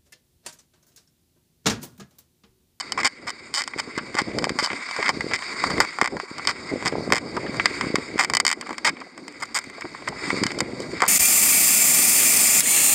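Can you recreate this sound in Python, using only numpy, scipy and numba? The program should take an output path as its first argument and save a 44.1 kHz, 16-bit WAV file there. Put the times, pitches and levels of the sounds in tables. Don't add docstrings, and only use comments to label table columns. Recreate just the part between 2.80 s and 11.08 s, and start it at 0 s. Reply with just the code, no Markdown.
import sys
import numpy as np
from scipy import signal
from scipy.io import wavfile
from scipy.ndimage import uniform_filter1d
from numba import njit

SR = 44100
rng = np.random.default_rng(int(sys.argv[2]) if len(sys.argv) > 2 else 0)


def gain_from_db(level_db):
    decades = np.asarray(level_db, float) / 20
    return 10 ** decades


def persist_wave(psi):
    counts = np.round(np.clip(psi, -1, 1) * 32767).astype(np.int16)
    wavfile.write(sys.argv[1], SR, np.atleast_2d(counts).T)


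N = 365126

# t/s, scrape level/dB
GLIDE = [(0.0, -39.5), (0.39, -45), (1.8, -36.5), (2.05, -31.5), (2.42, -35), (2.86, -27), (3.23, -40),
         (4.1, -35.5), (4.49, -39), (4.96, -29), (5.21, -35), (5.49, -40), (6.34, -47), (7.31, -40.5),
         (7.47, -27), (7.61, -31), (7.82, -39), (8.28, -33)]
SCRAPE_DB = (-2, -6.5, -8, -14)
# t/s, edge level against small parts/dB
LEAN = [(0, -6.5), (.6, -7), (1.1, -7.5), (1.7, -10), (2.4, -9.5), (3.1, -5), (3.7, -10), (4.2, -5.5),
        (4.8, -6.5), (5.4, -4.5), (5.7, -4), (6.1, -5.5), (6.8, 0.5), (7.6, -6.5), (8.1, -2)]

# f/Hz, width/Hz, level/dB
SHELL = [(2011, 49, 16), (2105, 128, 22), (2190, 78, 16), (2268, 54, 17)]
PARTS = [(3030, 133, 4.5), (3660, 170, -0.5), (4688, 335, 11), (5229, 250, 10), (5190, 270, -2.5),
         (6200, 310, -6.5)]
DOOR = [(680, 1570, -1), (1080, 355, 12.5), (1361, 370, -0.5), (1339, 30, 7), (1644, 48, 8)]
EDGE = [(6970, 416, 1), (8226, 292, 1), (9550, 460, -28), (9900, 380, -29)]
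# f/Hz, width/Hz, level/dB
PARTS_LOADED = [(3070, 99, -3.5), (3743, 154, 1.5), (4604, 210, 13), (5130, 286, 8), (5420, 320, -0.5),
                (6300, 190, -9)]
EDGE_LOADED = [(7050, 190, 0.5), (8280, 250, 2), (6860, 280, -6.5)]

# snap level/dB, chatter level/dB, chatter rise/s, chatter fall/s
SLIP = [(18, -5, 0.00015, 0.0048), (16.7, -1, 0.00015, 0.0028), (19.9, -4, 0.00033, 0.0043),
        (20.1, -2.5, 0.00014, .0022)]
# t/s, length/s, slip rate/Hz, shell level/dB, small parts relative level/dB
GRINDS = [
    (0, 0.012, 317, -36, 6.5),
    (0.176, 0.018, 399, -25.5, -11),
    (0.978, .005, 390, -27.5, -10),
    (2.18, .1, 361.6, -33, -8),
    (2.9, 0.023, 270, -27.5, -8),
    (3.676, .017, 314, -27, -5),
    (6.0635, 0.031, 300, -21.5, -3.5),
    (6.6017, 0.013, 201, -38.5, -6),
    (6.6222, 0.012, 287, -29.5, -7.5),
    (7.2755, 0.01, 290.6, -24.5, -20),
]
SQUEAKS = [
    (0.2, 0.015, 330, -25, -9),
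    (0.4686, 0.022, 240, -30.5, -6),
    (1.8093, 0.019, 250, -31, -4.5),
    (6.7453, 0.015, 410, -30, -0.5),
]
# t/s, shell level/dB, small parts relative level/dB
SNAPS = [(0.1212, -23.5, 6.5), (0.2548, -13.5, -1), (0.2624, -19, -2), (0.74, -25.5, 6), (.494, -32, 5),
         (.5035, -27.5, 3), (1.344, -27, -5), (2.817, -36, -16), (4.121, -31, -10), (1.931, -20.5, -10),
         (2.59, -28.5, -3), (0.809, -21.5, -5), (1.368, -22.5, -11), (1.4112, -32, -11), (1.8525, -26.5, 5),
         (4.0808, -19, -3), (0.8767, -22.5, -1.5), (1.417, -25, 0), (1.5861, -19.5, 1.5), (1.6938, -17, -2),
         (2.1639, -22, -4), (3.0029, -6.5, -4), (3.214, -7.5, -10.5), (3.2752, -19, -5.5), (3.651, -26, -4),
         (3.6725, -14.5, 4), (4.0583, -17, -3), (4.0767, -23, 5.5), (5.1563, -9.5, -5.5),
         (5.4992, -17.5, -3), (5.8116, -27, 0), (5.9293, -28.5, -7.5), (5.9815, -23.5, -4.5),
         (6.3776, -33.5, -6), (6.4807, -29.5, -6), (6.524, -45, -0.5), (6.655, -41, -1), (8.02, -37, -1),
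         (4.744, -29, -9), (6.7881, -22.5, -1), (6.8989, -33, -10), (7.2861, -30.5, 5.5),
         (7.6361, -14.5, 1), (7.666, -18, 2), (7.7177, -26, -2), (7.8049, -14.5, 0), (8.2203, -9.5, -8),
         (8.2636, -21, -8)]
KNOCKS = [(0.232, -19, -9), (0.936, -28, -30), (1.517, -34, -40), (1.9024, -17, -35), (2.2271, -15, -14),
          (2.2565, -26, -10.5), (2.261, -17, -15), (2.2708, -20, -14), (2.2812, -17, -7),
          (2.5354, -13, -10), (2.4075, -17.5, -11), (2.6231, -21.5, -12.5), (2.9804, -17, -17),
          (3.0652, -44, -17), (3.1277, -31, -28), (4.7977, -8.5, -31), (4.857, -4.5, -9.5),
          (4.9445, -35.5, -17), (5.0106, -13, -14), (5.1845, -28, -27), (5.38, -21.5, -12),
          (5.3898, -14, -11), (5.8701, -33, -11), (5.9429, -34, -52), (6.169, -30, -32), (6.192, -39, -25),
          (6.203, -36, -9), (6.214, -33.5, -14), (6.8405, -34, -8), (7.0096, -30, -8.5), (7.0205, -25, -27),
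          (7.5034, -14, -19), (7.7055, -21.5, -26), (7.746, -33, -9), (8.2044, -17, -16)]
CLACKS = [(1.352, -29, 3.5), (1.624, -32, 0), (1.8603, -30, 11), (1.8726, -27.5, -1), (1.9163, -27, -6),
          (2.111, -29, 1.5), (2.2447, -30, -3), (2.5123, -25.5, -15), (2.517, -27, -15),
          (2.8392, -17, -8.5), (3.1866, -22, -9), (3.3684, -27.5, -10), (3.3996, -23.5, -8.5),
          (3.582, -35, 5.5), (3.587, -38, -1), (3.5955, -30, -26), (3.8935, -43, -20), (4.0251, -27, -8),
          (4.0523, -30, 2), (4.0942, -34, -8), (4.126, -32, -23), (4.3028, -27, -7), (4.5653, -34, -23),
          (4.567, -27.5, -5), (4.7686, -45.5, 13), (5.8923, -32, -5), (5.9071, -29, -9), (7.053, -33, -21),
          (7.1486, -34, -20), (7.2226, -38.5, -17), (7.7881, -32, 8.5), (8.003, -37, 5), (8.2247, -18, -28),
          (8.2286, -25, -13.5), (8.2338, -20.5, -16), (8.2378, -18, -13), (8.2535, -33, 2)]
# t/s, number of steps, first gap/s, growth factor of each gap
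RATCHETS = [(.2433, 2, .004, 1), (.2503, 4, .0081, .95), (.7475, 4, .0063, .9), (.7692, 11, .0037, .99),
            (.819, 2, .019, 1), (.985, 5, .0045, .9), (1.1776, 3, .0034, 1), (1.3749, 3, .0044, .95),
            (1.3869, 2, .0035, 1), (1.3943, 4, .0036, 1), (1.642, 2, .0102, 1), (1.7882, 6, .0035, 1),
            (1.8278, 7, .0031, 1), (2.2916, 4, .0065, .85), (2.5414, 4, .0064, 1), (3.0064, 8, .0033, 1.01),
            (3.0343, 4, .005, 1), (3.221, 2, .01, 1), (3.2433, 3, .0068, 1.25), (3.6946, 5, .0031, 1.2),
            (4.0647, 2, .004, 1), (4.3227, 2, .0108, 1), (4.3477, 5, .009, .95), (5.3947, 8, .0037, 1.035),
            (5.4287, 3, .0079, 1.31), (5.5364, 3, .014, 1.36), (5.6008, 1, .02, 1), (5.6508, 4, .015, .88),
            (5.7014, 3, .013, 1.035), (6.0469, 5, .0032, 1), (6.761, 5, .0036, 1.08)]
# shell level/dB, level change per step/dB, small parts relative level/dB
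RATCHET_FORCE = [(-20.5, 3, -7), (-14, -1.2, -2.5), (-29.5, -1, 7.5), (-27.5, -0.02, 3), (-19.5, -5, 1.5),
                 (-23.5, 0.2, -3), (-28, -1.6, 3.5), (-21, -1.2, -6), (-17, 1, -7), (-19, -1, -8),
                 (-15, -4, -3.5), (-17, -2.5, 0), (-28, 1, 2.5), (-14, -6.5, -2), (-20.5, 0.8, -4.5),
                 (-20.5, -1, -3.5), (-24.5, 1.3, -10), (-19, -2, -6.5), (-18.5, 1, -9), (-24.5, 0.75, -0.5),
                 (-16, 0.5, -7), (-9, -1.5, -5.5), (-17, -1.1, -4.5), (-10.5, -1.7, -8), (-19.5, -0.4, -1),
                 (-11, -0.8, -1), (-11, -.1, -1.5), (-13, -1.5, 0.5), (-13, -0.9, -4), (-14, 0.1, -6),
                 (-21.5, 0, -5)]

# peak t/s, peak level/dB, rise/s, fall/s
GUSTS = [(0.22, -35, 0.3, 0.14), (1.3, -40.5, 1, 0.33), (1.62, -27.5, 0.46, 0.4), (1.93, -39, 0.042, 0.2),
         (2.42, -31, 0.46, 0.31), (2.98, -26.5, 0.49, 0.16), (3.35, -25, 0.22, 0.083),
         (3.69, -34.5, 0.1, 0.14), (3.93, -29.5, 0.12, 0.26), (4.18, -30, 1, 3.7), (4.66, -29, 0.27, 0.23),
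         (5.14, -33.5, 0.9, 0.18), (4.99, -40, .1, 0.084), (5.5, -32, 0.13, 0.67), (5.9, -37, 0.18, 0.22),
         (6.08, -31, 0.09, 0.033), (6.42, -50, .2, .1), (.5, -45, 0.39, 0.09), (6.75, -43, 0.15, 0.1),
         (7.61, -34, 0.92, 2.2), (7.819, -25, 0.12, 0.041), (8.0, -35.5, 0.43, 2.3), (8.27, -36.5, 1, 0.33)]
# f/Hz, width/Hz, level/dB
WIND = [(246, 84.3, 2), (340, 219, 0), (498, 397, -9.5)]
FLUTTER = [(750, 720, 0)]
BUFFET = [(64, 80, -2.5), (154, 133, 4)]
# t/s, level/dB, f/Hz
THUMPS = [(0.963, -26, 326), (1.178, -20.5, 294), (1.351, -21, 340), (1.42, -18.5, 288), (1.55, -18, 314),
          (1.581, -16, 460), (1.671, -13.5, 553), (1.706, -17.5, 332), (1.827, -20, 365), (2.444, -20, 302),
          (2.467, -20, 340), (2.939, -21, 247), (3.224, -14, 340), (3.36, -25, 340), (3.938, -16, 340),
          (3.959, -18.5, 434), (4.315, -20, 292), (4.342, -16, 500), (4.462, -29, 328), (4.634, -28, 340),
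          (4.914, -26, 299), (5.07, -16.5, 275), (5.104, -18.5, 298), (5.144, -10.5, 340),
          (5.185, -16.5, 308), (5.359, -19, 320), (7.543, -17.5, 338), (7.629, -13, 292), (7.817, -23, 306),
          (8.004, -21.5, 408), (1.518, -26, 284), (1.617, -20, 296), (1.634, -20, 450), (1.72, -20, 249),
          (1.758, -26, 248), (2.373, -20.5, 270), (2.4, -28, 170), (3.515, -28, 264), (3.978, -30, 255),
          (4.059, -22.5, 222), (4.073, -23, 300), (4.126, -18, 420), (4.137, -17, 357), (4.155, -15.5, 676),
          (4.184, -17.5, 430), (4.197, -23, 230), (4.208, -22, 450), (4.224, -23, 300), (4.278, -18.5, 387),
          (4.293, -21, 200), (4.33, -13.5, 396), (7.531, -17.5, 298), (7.574, -21, 340), (7.588, -25, 200),
          (7.618, -15.5, 250), (7.658, -18, 200), (7.731, -30, 250), (7.779, -20.5, 400),
          (7.935, -27.5, 189), (8.225, -14.5, 433)]
# t/s, level/dB, f/Hz
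SCUFFS = [(1.072, -30, 272), (1.207, -30.5, 269), (1.471, -22, 277), (2.187, -21.5, 434),
          (2.2915, -14, 930), (1.905, -28, 272), (1.916, -31, 252), (1.929, -25, 306), (3.429, -29.5, 378),
          (4.662, -23.5, 1490), (3.914, -20, 301), (4.536, -40, 266), (4.567, -16, 950), (4.686, -24, 243),
          (5.033, -22, 243), (5.823, -28, 1170), (5.862, -28, 1160), (5.9, -26.5, 910), (6.097, -27, 280),
          (6.127, -33, 320), (6.21, -29, 1010), (6.262, -38, 603), (6.417, -35.5, 262), (6.978, -30.5, 700),
          (7.042, -26, 327), (7.32, -28.5, 830), (7.473, -24, 256), (7.661, -28, 1200), (7.93, -27, 388),
          (8.128, -21.5, 305), (8.24, -18, 990), (1.176, -19, 1250), (1.185, -26, 1450), (4.431, -41, 250),
          (4.486, -38, 300), (4.769, -36, 200), (6.867, -31.5, 258)]
# start t/s, end t/s, level change/dB
SHELTERS = [
    (1.863, 2.27, -8),
    (2.7, 2.82, -1.5),
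    (5.695, 6.55, -7.5),
]


def low(x, hz, order):
    return signal.sosfilt(signal.butter(order, hz, fs=SR, output="sos"), x)


def curves(table):
    s, *columns = np.transpose(table)
    return [np.interp(np.arange(N) / SR, s, c) for c in columns]


def walk(rate):
    k = int(SR / rate)
    held = np.repeat(rng.standard_normal(N // k + 1), k)
    return 1.3 * uniform_filter1d(uniform_filter1d(held, k), k)[:N]


def spikes(s, size):
    return np.bincount(np.clip((np.asarray(s) * SR).astype(int), 0, N - 1), size, N)


def fade(x, tau_s):
    return signal.lfilter([1], [1, -np.exp(-1 / (tau_s * SR))], x)


def grains(spread_db):
    x = rng.standard_normal(N) * gain_from_db(spread_db * rng.exponential(size=N))
    return x / x.std()


def ring(x, modes, sign=-1, patchy_db=0):
    def grip():
        return gain_from_db(patchy_db * walk(25)) if patchy_db else 1

    def resonate(v, hz, width):
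        return signal.lfilter(*signal.iirpeak(hz, hz / width, SR), v)

    sound, response = 0, 0
    impulse = signal.unit_impulse(SR // 4)
    for k, (hz, width, db) in enumerate(modes):
        gain = sign ** k * gain_from_db(db)
        sound = sound + gain * resonate(x * grip(), hz, width)
        response = response + gain * resonate(impulse, hz, width)
    return sound / np.linalg.norm(response)


def runners(part_db):
    rough_db = 0.5 * walk(20) + 1.6 * walk(90)
    crunch = low(grains(spread_db=2.0), hz=10400, order=1)
    return [crunch * gain_from_db(db + rough_db + 1.35 * walk(30)) for db in part_db]


def mount():
    rows = np.vstack(creaks() + single_slips() + ratchets())
    s, loose, shell_db, small_db, door_db = rows.T
    parts_db = shell_db + small_db
    part_db = [shell_db, parts_db, shell_db + door_db, parts_db]
    t = np.arange(SR // 40) / SR
    chatter, rattle = rng.standard_normal(len(t)), rng.standard_normal(N)
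    drives = []
    for db, (snap_db, chatter_db, rise_s, fall_s) in zip(part_db, SLIP):
        push, slack = spikes(s, gain_from_db(db)), spikes(s, gain_from_db(db) * loose)
        joint = signal.fftconvolve(push, chatter * (np.exp(-t / fall_s) - np.exp(-t / rise_s)))[:N]
        shake = (fade(slack, fall_s) - fade(slack, rise_s)) * rattle
        drives.append(gain_from_db(snap_db) * push + gain_from_db(chatter_db) * (joint + shake))
    return drives


def creaks():
    rows = []
    for runs, (door_db, spread, scatter_db, loose) in ((GRINDS, (-2.5, 0.59, 2, 1.3)), (SQUEAKS, (-6, 0, 2, 1.5))):
        for s, length, rate, db, small_db in runs:
            gap, *chance = rng.standard_normal((4, 40))
            at = np.cumsum(np.exp(spread * gap)) / rate
            at = at - at[0]
            colour = [db, small_db, door_db] + scatter_db * np.transpose(chance)
            run = np.column_stack([s + at, np.full(len(at), loose), colour])
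            rows.append(run[at < length])
    return rows


def single_slips():
    rows = []
    for kind, loose, door_db in ((SNAPS, 0.94, -4.5), (KNOCKS, 1.67, -8.5), (CLACKS, 1.1, 3.5)):
        rows.append(np.column_stack([np.insert(kind, 1, loose, axis=1), np.full(len(kind), door_db)]))
    return rows


def ratchet_times(s, steps, gap, growth):
    return s + np.cumsum(gap * growth ** (np.arange(steps) - 1.)) - gap / growth


def ratchets():
    door_db, scatter_db, loose = -5.5, 2.24, 0.75
    rows = []
    for run, (db, step_db, small_db) in zip(RATCHETS, RATCHET_FORCE):
        at = ratchet_times(*run)
        colour = [db, small_db, door_db] + scatter_db * rng.standard_normal((len(at), 3))
        colour[:, 0] += step_db * np.arange(len(at))
        rows.append(np.column_stack([at, np.full(len(at), loose), colour]))
    return rows


def ratchet_hush():
    ends = [ratchet_times(*run)[-1] for run in RATCHETS if run[2] > 0.006]
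    return -4 * fade(spikes(ends, np.ones(len(ends))), tau_s=0.077)


def housing(hush_db):
    load_db, = curves(GLIDE)
    lean_db, = curves(LEAN)
    patchy_db = 1.45
    scrapes = runners([load_db + hush_db + db for db in SCRAPE_DB])
    ticks = mount()
    ticks[3] = gain_from_db(lean_db) * ticks[3]
    door, edge = scrapes[2] + ticks[2], scrapes[3] + ticks[3]

    rub = sum(ring(scrapes[0] * gain_from_db(db - 27.5 + 2 * walk(14)), [(hz, width, 0)]) for hz, width, db in SHELL)
    body = ring(ticks[0], SHELL, sign=0.99) + rub + ring(door, DOOR, patchy_db=patchy_db)
    out = low(body, hz=3560, order=2)
    out += ring(ticks[1], PARTS) - ring(ticks[3], EDGE)
    out += ring(scrapes[1], PARTS_LOADED, patchy_db=patchy_db) - ring(scrapes[3], EDGE_LOADED)
    out -= ring(edge * gain_from_db(-23.5 + 0.65 * (lean_db + 10)), [(12300, 7600, 0)])
    valley_hz, width_hz, depth = 2770, 410, 0.37
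    return out - depth * signal.lfilter(*signal.iirpeak(valley_hz, valley_hz / width_hz, SR), out)


def gusts():
    t = np.arange(N) / SR
    calm_db = -55.5
    swells = [np.interp(t, [s - rise, s, s + fall], [calm_db, db, calm_db]) for s, db, rise, fall in GUSTS]
    return np.max(swells, axis=0)


def wind(db):
    db = db + 1.2 * walk(15) + 2.2 * walk(50)
    swirl = grains(spread_db=2.5)
    strong_db = db + 0.073 * (db + 16.0)
    deep_db = strong_db + 0.053 * (db + 25.5) - 2.0 + shelter()
    turbulence = ring(swirl * gain_from_db(db), WIND)
    turbulence += ring(swirl * gain_from_db(strong_db - 8.0), FLUTTER)
    turbulence += ring(swirl * gain_from_db(deep_db), BUFFET)
    return low(turbulence, hz=1200, order=2) + eddies()


def eddies():
    t = np.arange(-600, 600) / SR
    out = np.zeros(N)
    for (at, db, hz), turn in zip(THUMPS, rng.random(len(THUMPS))):
        i = int(at * SR) - len(t) // 2
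        burst = np.exp(-(t * hz / 0.45) ** 2) * np.cos(2 * np.pi * (hz * t + turn))
        out[i:i + len(t)] += gain_from_db(db + 6) * burst
    return out - low(out, hz=90, order=1)


def scuffs():
    decay_s, q = 0.0052, 2.3
    t = np.arange(SR // 20) / SR
    out = np.zeros(N + len(t))
    for (s, db, hz), noise in zip(SCUFFS, rng.standard_normal((len(SCUFFS), len(t)))):
        push = low(noise, hz=2 * hz, order=2) * t / decay_s * np.exp(-t / decay_s)
        puff = ring(push, [(hz, hz / q, 0)])
        i = int(s * SR)
        out[i:i + len(t)] += gain_from_db(db + 2.5) * puff / np.abs(puff).max()
    return out[:N]


def shelter():
    t = np.arange(N) / SR
    edge_s = 0.036
    return sum(np.interp(t, [a - edge_s, a, b, b + edge_s], [0, db, db, 0]) for a, b, db in SHELTERS)


def scene():
    hush_db = ratchet_hush()
    mix = housing(hush_db) + wind(gusts() + hush_db) + scuffs()
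    return np.tile(mix, (2, 1))


@njit
def follow(x, attack, release):
    e, out = 0., np.empty(len(x))
    for i in range(len(x)):
        e += (abs(x[i]) - e) * (attack if abs(x[i]) > e else release)
        out[i] = e
    return out


def roll_off(x):
    return signal.sosfilt(signal.butter(12, 16470, fs=SR, output="sos"), x)


def record(dry):
    envelope = follow(dry[0], 1 / (0.026 * SR), 1 / (0.08 * SR))
    gain = (1 + envelope / gain_from_db(-26.5)) ** -0.3
    wide = low(np.clip(dry * gain, -0.9, 0.9), hz=13900, order=8)
    mix = np.clip(wide - low(wide, hz=40, order=1), -1, 1)
    return roll_off(mix)


dry = scene()
out = record(dry)
persist_wave(out)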